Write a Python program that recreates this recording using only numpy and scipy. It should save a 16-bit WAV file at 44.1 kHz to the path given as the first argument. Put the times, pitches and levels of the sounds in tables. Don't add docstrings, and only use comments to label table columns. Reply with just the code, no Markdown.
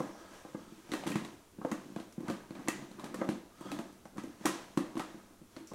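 import sys
import numpy as np
from scipy import signal
from scipy.fft import rfft, irfft, next_fast_len
from scipy.io import wavfile
from scipy.ndimage import uniform_filter1d

SR = 44100
rng = np.random.default_rng(int(sys.argv[2]) if len(sys.argv) > 2 else 0)


def voltage_ratio(decibels):
    exponent = np.asarray(decibels, float) / 20
    return 10 ** exponent


def unload_wav(signal):
    wavfile.write(
        sys.argv[1],
        SR,
        np.round(np.clip(np.atleast_2d(signal).T, -1, 1) * 32767).astype(np.int16),
    )


N = 253134
ROOM_TO_SPARE = 32768

# frequency in Hz, width in Hz, level in dB.
BOARD = [(137.7, 10.8, 0.5), (194.5, 4.1, 7), (233.6, 7.1, 4), (285.1, 14.2, 2.5), (336.4, 16.7, 1.5),
         (381, 65, -6.5), (508, 33, 6)]
# frequency in Hz, width in Hz, level in dB.
JAR = [(526, 280, -0.5), (741, 118, 6), (774, 44, 5), (960, 133, 3), (1060, 143, 2), (1200, 54, -1),
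       (1263, 19, 1), (1630, 99, -4), (1988, 51, -7.5), (2190, 260, -14.5), (2680, 30, -27),
       (3440, 40, -33)]
# start in seconds, time held in seconds, scrape in dB,
# weight on the board in dB over the scrape, skin hiss in dB over the scrape.
TWISTS = [(0.0, 0.022, -43.5, -2, -9.5), (0.202, 0.018, -56, -20, -5), (0.335, 0.03, -51, -12, -4),
          (0.5, 0.12, -58.5, -2, -3), (0.72, 0.19, -62.5, -4, 1), (0.95, 0.0098, -44, -2, -6),
          (1.1, 0.056, -47.5, 6, -3.5), (1.66, 0.043, -49.5, 1.5, -9), (1.82, 0.18, -60.5, 7, -1.5),
          (2.04, 0.027, -78, 5, 3), (2.27, 0.057, -48, -3.5, -10), (2.58, 0.034, -50.5, -0.5, -8.5),
          (2.7, 0.13, -52.5, 2, -4), (3.02, 0.026, -47, 1, -12.5), (3.19, 0.049, -46.5, 3, -9),
          (3.58, 0.088, -73.5, -9, 11.5), (3.66, 0.11, -49.5, 2, -7), (4.2, 0.1, -55, 1.5, -7),
          (4.463, 0.094, -47, -5, -3.5), (4.86, 0.051, -51.5, -8, -11), (5.02, 0.097, -51.5, -5.5, -8.5),
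          (5.19, 0.046, -61, 0.5, -8.5), (5.545, 0.02, -63, 5, 1), (5.61, 0.016, -61, -10, -16),
          (5.72, 0.027, -72, 10, 8)]


def unit(x):
    return x / np.sqrt(np.mean(x ** 2) + 1e-20)


def peak(x):
    return x / np.abs(x).max()


def along(points, hz):
    f, v = np.transpose(points)
    return np.interp(np.log(hz + 1), np.log(f + 1), v)


def shade(points):
    return lambda hz: voltage_ratio(along(points, hz))


def filtered(x, response):
    m = next_fast_len(len(x) + 4096)
    spectrum = rfft(x, m) * response(np.fft.rfftfreq(m, 1 / SR))
    return irfft(spectrum, m)[:len(x)]


def lowpass(hz, corner_hz):
    return 1 / (1 + 1j * hz / corner_hz) ** 2


def resonances(modes, hz, change_db=0):
    centre, width, db = np.transpose(modes)[:, :, None]
    sign = (-1.) ** np.arange(len(modes))[:, None]
    gain = voltage_ratio(db + np.reshape(change_db, (-1, 1))) * sign
    return np.sum(gain * 1j * hz * width / (centre * centre - hz * hz + 1j * hz * width), axis=0)


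def taps(t, spread_s, count, chatter=1):
    x = np.zeros(len(t))
    when, size = rng.random((2, count))
    x[(spread_s * when * SR).astype(int) + 1] = chatter * (1.87 * size - .3)
    x[0] = 1
    return x


def played(events, sound):
    out = np.zeros(N + ROOM_TO_SPARE)
    for s, *values in events:
        dry, sent = sound(*values)
        wet = echo(sent, gap_s=0.0079)
        out[round(s * SR):][:len(dry)] += dry
        out[round(s * SR):][:len(wet)] += wet
    return out[:N]


def contacts():
    # start in seconds, knock in dB, knock centre in Hz,
    # air in the jar in dB, board in dB.
    hard_knocks = [(0.918, -42, 1080, -34, -60), (0.935, -26, 840, -31, -64), (1.071, -47, 900, -30.5, -33),
                   (1.155, -35, 1090, -29.5, -24), (1.715, -30.5, 1120, -33, -35),
                   (1.962, -31, 690, -41, -32), (2.283, -31.5, 1520, -38, -31),
                   (2.299, -29.5, 590, -34, -28), (2.677, -49, 980, -57, -56),
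                   (2.683, -27.5, 2020, -25, -37), (3.037, -40, 810, -53, -46),
                   (3.214, -21.5, 676, -31, -36), (3.717, -32.5, 667, -37, -45),
                   (3.791, -34, 695, -34, -33.5), (4.054, -38, 737, -51.5, -45.5),
                   (4.181, -40.5, 1200, -37, -35), (4.451, -31, 660, -28, -31),
                   (4.454, -30.5, 1010, -30.5, -58), (4.461, -20.5, 1210, -32, -43),
                   (4.773, -26.5, 946, -21.5, -24), (4.968, -34, 1100, -29, -67),
                   (4.997, -30.5, 1040, -34, -41), (5.002, -43, 1200, -40, -72),
                   (5.735, -36, 655, -61, -42)]
    # start in seconds, lid in dB, air in the jar in dB, board in dB.
    finger_landings = [(0.002, -38, -28.5, -31.5), (0.546, -44.5, -35.5, -34), (0.721, -73, -45.5, -43),
                       (1.059, -51, -37, -37.5), (1.116, -56, -57, -31.5), (1.219, -56, -46, -43),
                       (1.585, -59, -46, -38), (1.648, -35, -31, -35), (1.719, -63, -62, -31),
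                       (2.179, -56, -41, -31), (2.203, -53, -38, -52), (2.231, -61, -36, -44),
                       (2.506, -54, -37.5, -37.5), (2.822, -58, -52, -41), (2.911, -62, -51, -44),
                       (3.141, -43, -36.5, -52), (3.288, -40.5, -26, -25), (3.66, -50, -45, -65),
                       (3.899, -73, -51, -55), (4.162, -54, -47, -44), (4.237, -50, -36.5, -64),
                       (4.409, -59, -46.5, -43), (5.143, -63, -44, -43.5), (5.414, -61, -50.5, -46.5),
                       (5.565, -53.5, -39.5, -56), (5.715, -48.5, -44.5, -42.5)]
    # start in seconds, knock in dB, knock centre in Hz,
    # air in the jar in dB.
    light_touches = [(0.003, -33.5, 1085, -65), (1.649, -58, 660, -63), (0.149, -40.5, 726, -64),
                     (0.449, -38, 700, -46.5), (0.893, -60, 921, -45), (1.035, -41, 750, -62),
                     (1.101, -37, 1060, -33.5), (1.249, -40, 1050, -43), (1.614, -36, 916, -42),
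                     (1.985, -40, 1020, -43), (2.001, -41, 680, -41.5), (2.553, -43, 760, -67),
                     (2.59, -43, 840, -43), (2.986, -43, 1250, -46), (2.998, -42, 955, -61),
                     (3.609, -42, 880, -42.5), (4.953, -40, 826, -37)]
    delay_s = 0.00124
    knocks = [(s, db, hz, db - 21, jar, board) for s, db, hz, jar, board in hard_knocks]
    landings = [(s, lid + 7, 880, lid, jar, board) for s, lid, jar, board in finger_landings]
    touches = [(s, db, hz, db - 29, jar, jar - 2.5) for s, db, hz, jar in light_touches]
    return np.roll(played(knocks + landings + touches, contact), round(delay_s * SR))


def contact(knock_db, knock_hz, lid_db, jar_db, board_db):
    t = np.arange(4096) / SR

    def burst(hz, s):
        return np.sin(2 * np.pi * hz * t) * (t / s) * np.exp(1 - t / s)

    push = -voltage_ratio(jar_db + 4.0) * burst(291.2, 0.0035)
    push -= voltage_ratio(board_db + 3.5) * burst(211.0, 0.0034)
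    push -= voltage_ratio(lid_db + 5.5) * burst(481.0, 0.0021)
    ring = voltage_ratio(-5) * filtered(push, lambda hz: resonances(BOARD, hz))
    thump = push + ring + voltage_ratio(board_db - 46) * burst(100, 0.011)

    near_db = -7 * np.log2(np.transpose(JAR)[0] / knock_hz) ** 2

    def wall(hz):
        modes = resonances(JAR, hz, np.maximum(near_db, -14))
        modes = modes + resonances([(knock_hz, 600, -7)], hz) + resonances([(knock_hz, 110, 1.5)], hz)
        return modes * lowpass(hz, 900 + 0.78 * knock_hz)

    knock = voltage_ratio(knock_db - 2.0) * peak(filtered(taps(t, 0.00385, count=2), wall))
    return thump + knock, voltage_ratio(-9) * thump + voltage_ratio(-5) * knock


def clicks():
    # start in seconds, peak in dB, edge accent in Hz,
    # brightness in dB per octave.
    dry_slips = [(0.0024, -42.5, 3990, 6), (0.2925, -70, 3860, -4), (1.0668, -31, 6100, 0),
                 (1.071, -31.5, 4160, 2.5), (1.0768, -30, 6300, 0.5), (1.102, -38, 4380, 7),
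                 (1.1566, -28, 3730, -2), (1.249, -37, 3900, -0.5), (1.6492, -44, 3520, 0),
                 (1.7203, -35.5, 3720, -19), (1.9618, -38, 3640, -1), (2.206, -48, 5840, 3),
                 (2.2821, -34, 4200, 0), (2.2998, -31, 4500, 0.5), (3.043, -33, 4050, 0.5),
                 (3.144, -34.5, 4330, 3), (3.2898, -29, 4170, -0.5), (3.789, -38.5, 3920, 0.5),
                 (4.172, -43, 5540, 1), (4.1809, -38.5, 6200, -2), (4.2367, -42.5, 6200, 2.5),
                 (4.456, -15, 5700, 3.5), (4.7742, -30, 4070, 1.5), (4.955, -43, 4130, 0),
                 (4.9686, -41, 3000, -4), (4.977, -35, 4150, 1), (4.9959, -27.5, 3600, -0.5),
                 (5.7354, -43, 3800, 1)]
    # start in seconds, peak in dB, edge accent in Hz,
    # wall accent in Hz, brightness in dB per octave.
    ringing_slips = [(0.918, -29, 4100, 2130, 0), (0.891, -46, 5210, 2300, 1),
                     (0.9366, -29.5, 3970, 2750, 3.5), (1.037, -39, 3700, 2780, -5),
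                     (1.1177, -36, 3900, 2570, 6), (1.7156, -31, 6530, 2080, 3),
                     (2.0, -41, 4000, 3320, 0.5), (2.1246, -46, 5640, 2360, 5),
                     (2.507, -46.5, 4200, 2560, 0), (2.5518, -45, 4130, 2440, -6),
                     (2.676, -35, 4650, 2090, -8), (2.6844, -23, 6900, 2300, 3.5),
                     (2.915, -46, 4100, 2350, 1), (2.9968, -41, 3850, 2480, 2.5),
                     (3.609, -47.5, 8300, 2040, 9), (3.717, -32.5, 3900, 2550, 3),
                     (3.926, -51, 5840, 2150, 8), (4.0544, -48.5, 5870, 2070, 1),
                     (5.565, -38.5, 4320, 2190, -1.5)]
    # start in seconds, peak in dB, edge accent in Hz, second accent in Hz,
    # brightness in dB per octave.
    flick = (5.6727, -47, 5820, 7295, 6)
    walls_hz = 2450 + 600 * rng.standard_normal(len(dry_slips))
    slips = [(s, db, hz, wall, 2, tilt) for (s, db, hz, tilt), wall in zip(dry_slips, walls_hz)]
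    snaps = [(s, db, hz, wall, 13, tilt) for s, db, hz, wall, tilt in ringing_slips]
    nail = [(*flick[:-1], 22, flick[-1])]
    return played(slips + snaps + nail, click)


def click(db, edge_hz, wall_hz, accent_db, tilt_db):
    # frequency in Hz, level in dB.
    click_colour = [(1200, 9.5), (2300, 3.5), (4000, -2), (5200, -5.5), (6200, -3.5), (9000, -5.5),
                    (11500, -10), (14000, -20.5), (16000, -23.5)]
    t = np.arange(2048) / SR

    def colour(hz):
        return shade(click_colour)(hz) * voltage_ratio(tilt_db * np.log2(np.maximum(hz, 2000) / 5000))

    def edge(hz):
        lid_edge = resonances([(edge_hz, 450, accent_db)], hz)
        wall = resonances([(wall_hz, 300, accent_db - 9.5)], hz)
        return colour(hz) * (1.5 + lid_edge + wall)

    fray = 0.11 * rng.standard_normal(len(t)) * voltage_ratio(-60 * t / 0.043)
    catch = taps(t, 0.0016, count=3, chatter=0.26) + fray
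    crack = -voltage_ratio(db + 6.5) * peak(filtered(np.roll(catch, 8), edge))
    pulse = np.roll(taps(t, .003, count=0), 64)
    smooth = filtered(pulse, lambda hz: abs(edge(hz)) ** 0.48 * colour(hz) ** 0.31)
    return crack, voltage_ratio(-2.5) * smooth * np.linalg.norm(crack) / np.linalg.norm(smooth)


def thread():
    # frequency in Hz, level in dB.
    skin = [(1500, -0.5), (2400, -0.5), (3200, -1), (4400, -4), (5100, -5), (5900, -1.5), (7500, -5.5),
            (11000, -14), (16000, -21)]
    scrape_db, weight_db, skin_db = np.transpose(TWISTS)[2:]
    rumble_gain = effort(scrape_db + weight_db, ease_db_per_s=82, rest_db=-68)
    scrape_gain = effort(scrape_db, ease_db_per_s=57.5, rest_db=-89)
    hiss_gain = effort(scrape_db + skin_db, ease_db_per_s=60.5, rest_db=-69)

    wide_jar = np.array(JAR) * np.array([1, 1.6, 1])
    rumble = filtered(grit(70, spread_db=4, smooth=.4), lambda hz: resonances(BOARD[:-1], hz))
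    scrape = filtered(grit(250, spread_db=1.5, smooth=0.77), lambda hz: resonances(wide_jar, hz))
    hiss = filtered(grit(700, spread_db=2.0, smooth=2.2), shade(skin))

    rub = voltage_ratio(1.0) * rumble_gain * unit(rumble)
    rub += voltage_ratio(-5.0) * scrape_gain * unit(scrape)
    return rub + voltage_ratio(-3.5) * hiss_gain * unit(hiss)


def effort(layer_db, ease_db_per_s, rest_db):
    start, held = np.transpose(TWISTS)[:2, :, None]
    t = np.arange(0, N + 64, 64) / SR
    setting_in = 179 * np.maximum(start - t, 0)
    easing_off = ease_db_per_s * np.maximum(t - start - held, 0)
    db = layer_db[:, None] - setting_in - easing_off
    gain = np.sqrt(np.sum(voltage_ratio(2 * db), axis=0) + voltage_ratio(2 * rest_db))
    return np.interp(np.arange(N) / SR, t, gain)


def grit(rate, spread_db, smooth):
    draw = rng.random((3, N))
    size = voltage_ratio(-spread_db * np.log(draw[2] + 1 / 20))
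    slips = (draw[0] < rate / SR) * np.sign(draw[1] - .5) * size
    return unit(slips) + smooth * rng.standard_normal(N)


def rings():
    # frequency in Hz, level in dB, t60 in seconds.
    bell = [(556, 4, 0.25), (1040, -9, 0.11), (1197, 5, 0.18), (1310, -3, 0.22), (1680, -8, 0.25),
            (1880, -2.5, 0.32), (1980, -5, 0.28), (2643, -1, 0.24), (3140, -3, 0.25), (3530, -22, .22),
            (3840, -16, .26)]
    # start in seconds, level in dB, centre of the ringing in Hz.
    blows = [(0.934, -48, 1920), (1.073, -55, 1910), (1.118, -49, 2300), (1.156, -49, 1500),
             (1.651, -55, 800), (1.716, -51.5, 1900), (2.283, -52, 1500), (2.684, -43.5, 1900),
             (3.215, -50, 1200), (3.717, -58, 1250), (4.183, -52, 1240), (4.458, -42.5, 1690),
             (4.776, -50.5, 1610), (4.999, -45, 1200)]
    out, t = np.zeros(N + ROOM_TO_SPARE), np.arange(8192) / SR
    hz, level, t60 = np.transpose(bell)[:, :, None]
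    for s, db, centre_hz in blows:
        flutter = uniform_filter1d(rng.standard_normal((len(bell), len(t))), size=900, axis=1)
        focus_db = -14 * np.log2(hz / centre_hz) ** 2
        gain = voltage_ratio(db + level + focus_db - 60 * t / t60 + 3.9 * unit(flutter))
        phase = 2 * np.pi * (hz * t + rng.random(hz.shape))
        swell = 1 - np.exp(-t / 0.002)
        out[round(s * SR):][:len(t)] += np.sum(gain * np.sin(phase), axis=0) * swell
    return out[:N]


def rocks_and_pings():
    # start in seconds, frequency in Hz, peak in dB, t60 in seconds.
    dull_rocks = [(0.209, 336, -50, 0.24), (0.312, 323, -49, 0.086), (0.78, 317, -46, 0.1),
                  (0.857, 320, -53, 0.095), (0.904, 295, -37, 0.045), (0.944, 285, -31, 0.12),
                  (1.0, 302, -46, 0.073), (1.166, 190, -43, 0.24), (3.295, 194.5, -55, .3),
                  (4.47, 196, -39, .3), (4.301, 303, -45, 0.067), (3.059, 250, -45, .05),
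                  (2.944, 250, -47, .05), (1.117, 287, -30, 0.069), (1.6491, 665, -22.5, 0.022),
                  (1.65, 268, -26, .035), (1.668, 487, -34, 0.053), (2.2905, 635, -36, .02),
                  (2.686, 544, -35.5, 0.054), (4.456, 780, -27, .04), (1.7208, 293, -30.5, 0.12),
                  (1.745, 314, -39, 0.17), (1.877, 318, -49, 0.1), (2.247, 270, -29, .035),
                  (2.304, 551, -39.5, 0.18), (2.305, 280, -27, 0.036), (2.358, 226, -50, .1),
                  (2.5, 252, -45, .03), (2.599, 242, -38, 0.063), (2.721, 318, -46, 0.074),
                  (2.84, 308, -38.5, 0.044), (2.983, 310, -44, 0.068), (3.275, 230, -30, 0.048),
                  (3.354, 230, -32, 0.066), (3.721, 295, -30.5, 0.18), (3.85, 302, -48, 0.079),
                  (4.367, 300, -60, .06), (4.49, 333, -30.5, 0.12), (4.555, 327, -32, 0.047),
                  (4.7715, 300, -29, 0.022), (4.836, 308, -32.5, 0.12), (4.863, 260, -44, 0.043),
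                  (5.03, 317, -43, .2), (5.305, 310, -51, .06), (5.439, 243, -49, 0.059),
                  (5.567, 630, -46, 0.057), (5.582, 330, -62, .05), (5.606, 324, -43.5, 0.27)]
    edge_pings = [(0.003, 1060, -38, 0.057), (0.546, 1200, -44.5, 0.035), (0.918, 4000, -49, 0.014),
                  (0.9344, 2670, -44, 0.0092), (0.937, 1050, -38, 0.034), (1.036, 720, -35, .03),
                  (1.07, 875, -30, 0.018), (1.077, 3270, -40, 0.025), (1.118, 2520, -33.5, 0.019),
                  (1.16, 1290, -35, .04), (1.249, 3900, -48, .015), (1.614, 960, -41, .025),
                  (1.648, 860, -35, 0.012), (1.649, 1220, -34, .015), (1.714, 1087, -38, 0.034),
                  (2.283, 1500, -57, 0.028), (2.684, 754, -21, 0.011), (2.684, 4260, -34.5, .015),
                  (0.003, 297, -40, 0.039), (2.685, 2770, -44, 0.016), (2.996, 1000, -38, 0.02),
                  (3.143, 980, -36, .025), (3.214, 1200, -33.5, 0.022), (3.213, 2070, -41, 0.018),
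                  (3.234, 1830, -43, .025), (3.145, 1830, -48, 0.077), (2.291, 1260, -36, 0.014),
                  (2.2765, 900, -37, 0.025), (2.2, 1900, -54, 0.01), (0.548, 1640, -56.5, 0.17),
                  (3.717, 4000, -52, .02), (3.718, 2530, -43, .02), (3.788, 1000, -43, .025),
                  (4.056, 1120, -61, 0.015), (4.181, 1200, -49, 0.031), (4.457, 1990, -32, 0.033),
                  (4.457, 5930, -28, .008), (4.461, 2560, -30, .008), (4.462, 1390, -31, 0.013),
                  (4.969, 1020, -47, .03), (4.774, 996, -31, .03), (4.79, 1214, -44, 0.099),
                  (4.82, 1770, -50.5, 0.091), (4.97, 640, -37, 0.037), (4.998, 875, -33, 0.055),
                  (4.057, 750, -44, 0.023), (4.181, 970, -40, 0.033), (4.997, 1233, -41, 0.073)]
    catch_crack = [
        (2.6845, 9600, -23, .004),
        (2.6845, 7600, -23, .004),
        (2.6846, 6200, -25, .004),
    ]
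    out, t = np.zeros(N + ROOM_TO_SPARE), np.arange(8192) / SR
    for s, hz, db, t60 in [*dull_rocks, *edge_pings, *catch_crack]:
        rise = 1 - np.exp(-t * hz / 0.66)
        out[round(s * SR):][:len(t)] += voltage_ratio(db - 60 * t / t60) * rise * np.sin(2 * np.pi * hz * t)
    return out[:N]


def rim_slides():
    # frequency in Hz, width in Hz, level in dB.
    rim = [(872, 60, -9), (1270, 110, -1), (1450, 45, -5), (1650, 110, -8), (2870, 60, -22),
           (3280, 220, -13), (4690, 120, -14), (6000, 200, -19), (8400, 250, -19)]
    # start in seconds, swell in seconds, time held in seconds, level in dB.
    strokes = [
        (0.12, 0.097, 0.11, -63),
        (0.33, .02, 0.13, -73),
        (0.57, 0.023, 0.11, -64),
        (3.51, 0.024, 0.057, -78),
        (3.58, 0.053, .13, -58.5),
    ]
    return friction(strokes, rim)


def nail_drags():
    # frequency in Hz, width in Hz, level in dB.
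    lid_edge = [(5700, 700, 13), (7300, 600, -18)]
    # start in seconds, swell in seconds, time held in seconds, level in dB.
    strokes = [
        (0.05, .06, .1, -68),
        (0.32, 0.017, .05, -74),
        (5.668, 0.0051, 0.031, -63.5),
    ]
    return friction(strokes, lid_edge)


def friction(strokes, modes):
    t = np.arange(N) / SR
    gain = np.zeros(N)
    for s, swell, held, db in strokes:
        corners = np.cumsum([s, swell, held, 0.059])
        gain += voltage_ratio(db) * np.interp(t, corners, [0, 1, 1, 0])
    return gain * unit(filtered(rng.standard_normal(N), lambda hz: resonances(modes, hz)))


def squeak():
    # time in seconds, pitch in Hz, level in dB.
    path = [
        (3.5, 1200, -84),
        (3.536, 1255, -66),
        (3.6, 1270, -70),
        (3.66, 1215, -53),
        (3.7, 1270, -56),
        (3.73, 1300, -52),
        (3.77, 1260, -61),
        (3.8, 1240, -76),
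    ]
    # ratio to the pitch, level in dB, dB lost per 4 dB of lighter grip.
    lines = [(1, -1.5, -1), (1.321, -20, 2), (2.6, -9, 2), (3.749, -19, 11)]
    s, hz, db = np.transpose(path)
    t = np.arange(N) / SR
    pitch = np.interp(t, s, hz)
    level = np.interp(t, s, db, left=-150, right=-150)
    out = np.zeros(N)
    for ratio, mode_db, steep in lines:
        noises = rng.standard_normal((2, N))
        waver, flutter = (unit(uniform_filter1d(uniform_filter1d(v, size=200), size=200)) for v in noises)
        phase = 2 * np.pi * np.cumsum(ratio * pitch * (1 + .035 * waver)) / SR
        lighter_db = .25 * steep * (level - db.max())
        out += voltage_ratio(level + mode_db + lighter_db + 3.5 * flutter) * np.sin(phase)
    return out


def echo(x, gap_s):
    # frequency in Hz, t60 in seconds.
    kitchen = [(100, 0.038), (300, 0.54), (1000, 0.42), (4000, 0.51), (9000, 0.32), (14000, 0.19)]
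    hz, t, z = signal.stft(rng.standard_normal(SR // 3), SR, nperseg=256)
    uneven = uniform_filter1d(rng.standard_normal(z.shape), size=2, axis=0)
    z *= voltage_ratio(2.6 * uniform_filter1d(uneven, size=4, axis=1))
    decay = voltage_ratio(-60 * t / along(kitchen, hz)[:, None])
    tail = signal.istft(z * decay, SR, nperseg=256)[1]
    since = np.arange(len(tail)) / SR
    tail *= 1 - np.exp(-since / gap_s)
    tail *= 1 + 1.12 * np.exp(-since / 0.012)
    return signal.fftconvolve(x, tail / np.linalg.norm(tail))


def air():
    # frequency in Hz, level in dB per Hz.
    hum_and_hiss = [(12, 5), (20, -3), (104, 1), (130, -7.5), (446, -3), (607, -25), (660, -18), (738, -17),
                    (1440, -11.5), (1570, -28), (1860, -22.5), (9950, -20), (16000, -26.5)]
    return voltage_ratio(-64) * unit(filtered(rng.standard_normal(N), shade(hum_and_hiss)))


def scene():
    # frequency in Hz, level in dB per Hz.
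    apart_colour = [(12, -28), (20, -9), (780, -16.5), (1150, -19), (1480, -23), (2140, -15.5), (4060, -24),
                    (16000, -15)]
    hands = thread() + contacts() + clicks()
    mono = filtered(hands, lambda hz: (1j * hz / 95) ** 2 * lowpass(hz, 91.9))
    mono = mono + air() + rings() + rocks_and_pings() + rim_slides() + nail_drags() + squeak()
    level = np.sqrt(abs(uniform_filter1d(mono ** 2, 2048)))
    trace = unit(filtered(rng.standard_normal(N), shade(apart_colour)))
    apart = (voltage_ratio(-84) + voltage_ratio(-57.0) * level) * trace
    return np.array([mono + apart, mono - apart])


def band_limit(x):
    return signal.sosfilt(signal.butter(12, 16490, fs=SR, output="sos"), x)


def record(dry):
    held = dry / (1 + np.abs(dry / .21) ** 4) ** (1 / 4)
    top_cut = lambda hz: np.where(hz < 15830, 1, voltage_ratio(-30))
    mix = np.array([filtered(channel, top_cut) for channel in held])
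    return band_limit(mix)


dry = scene()
out = record(dry)
unload_wav(out)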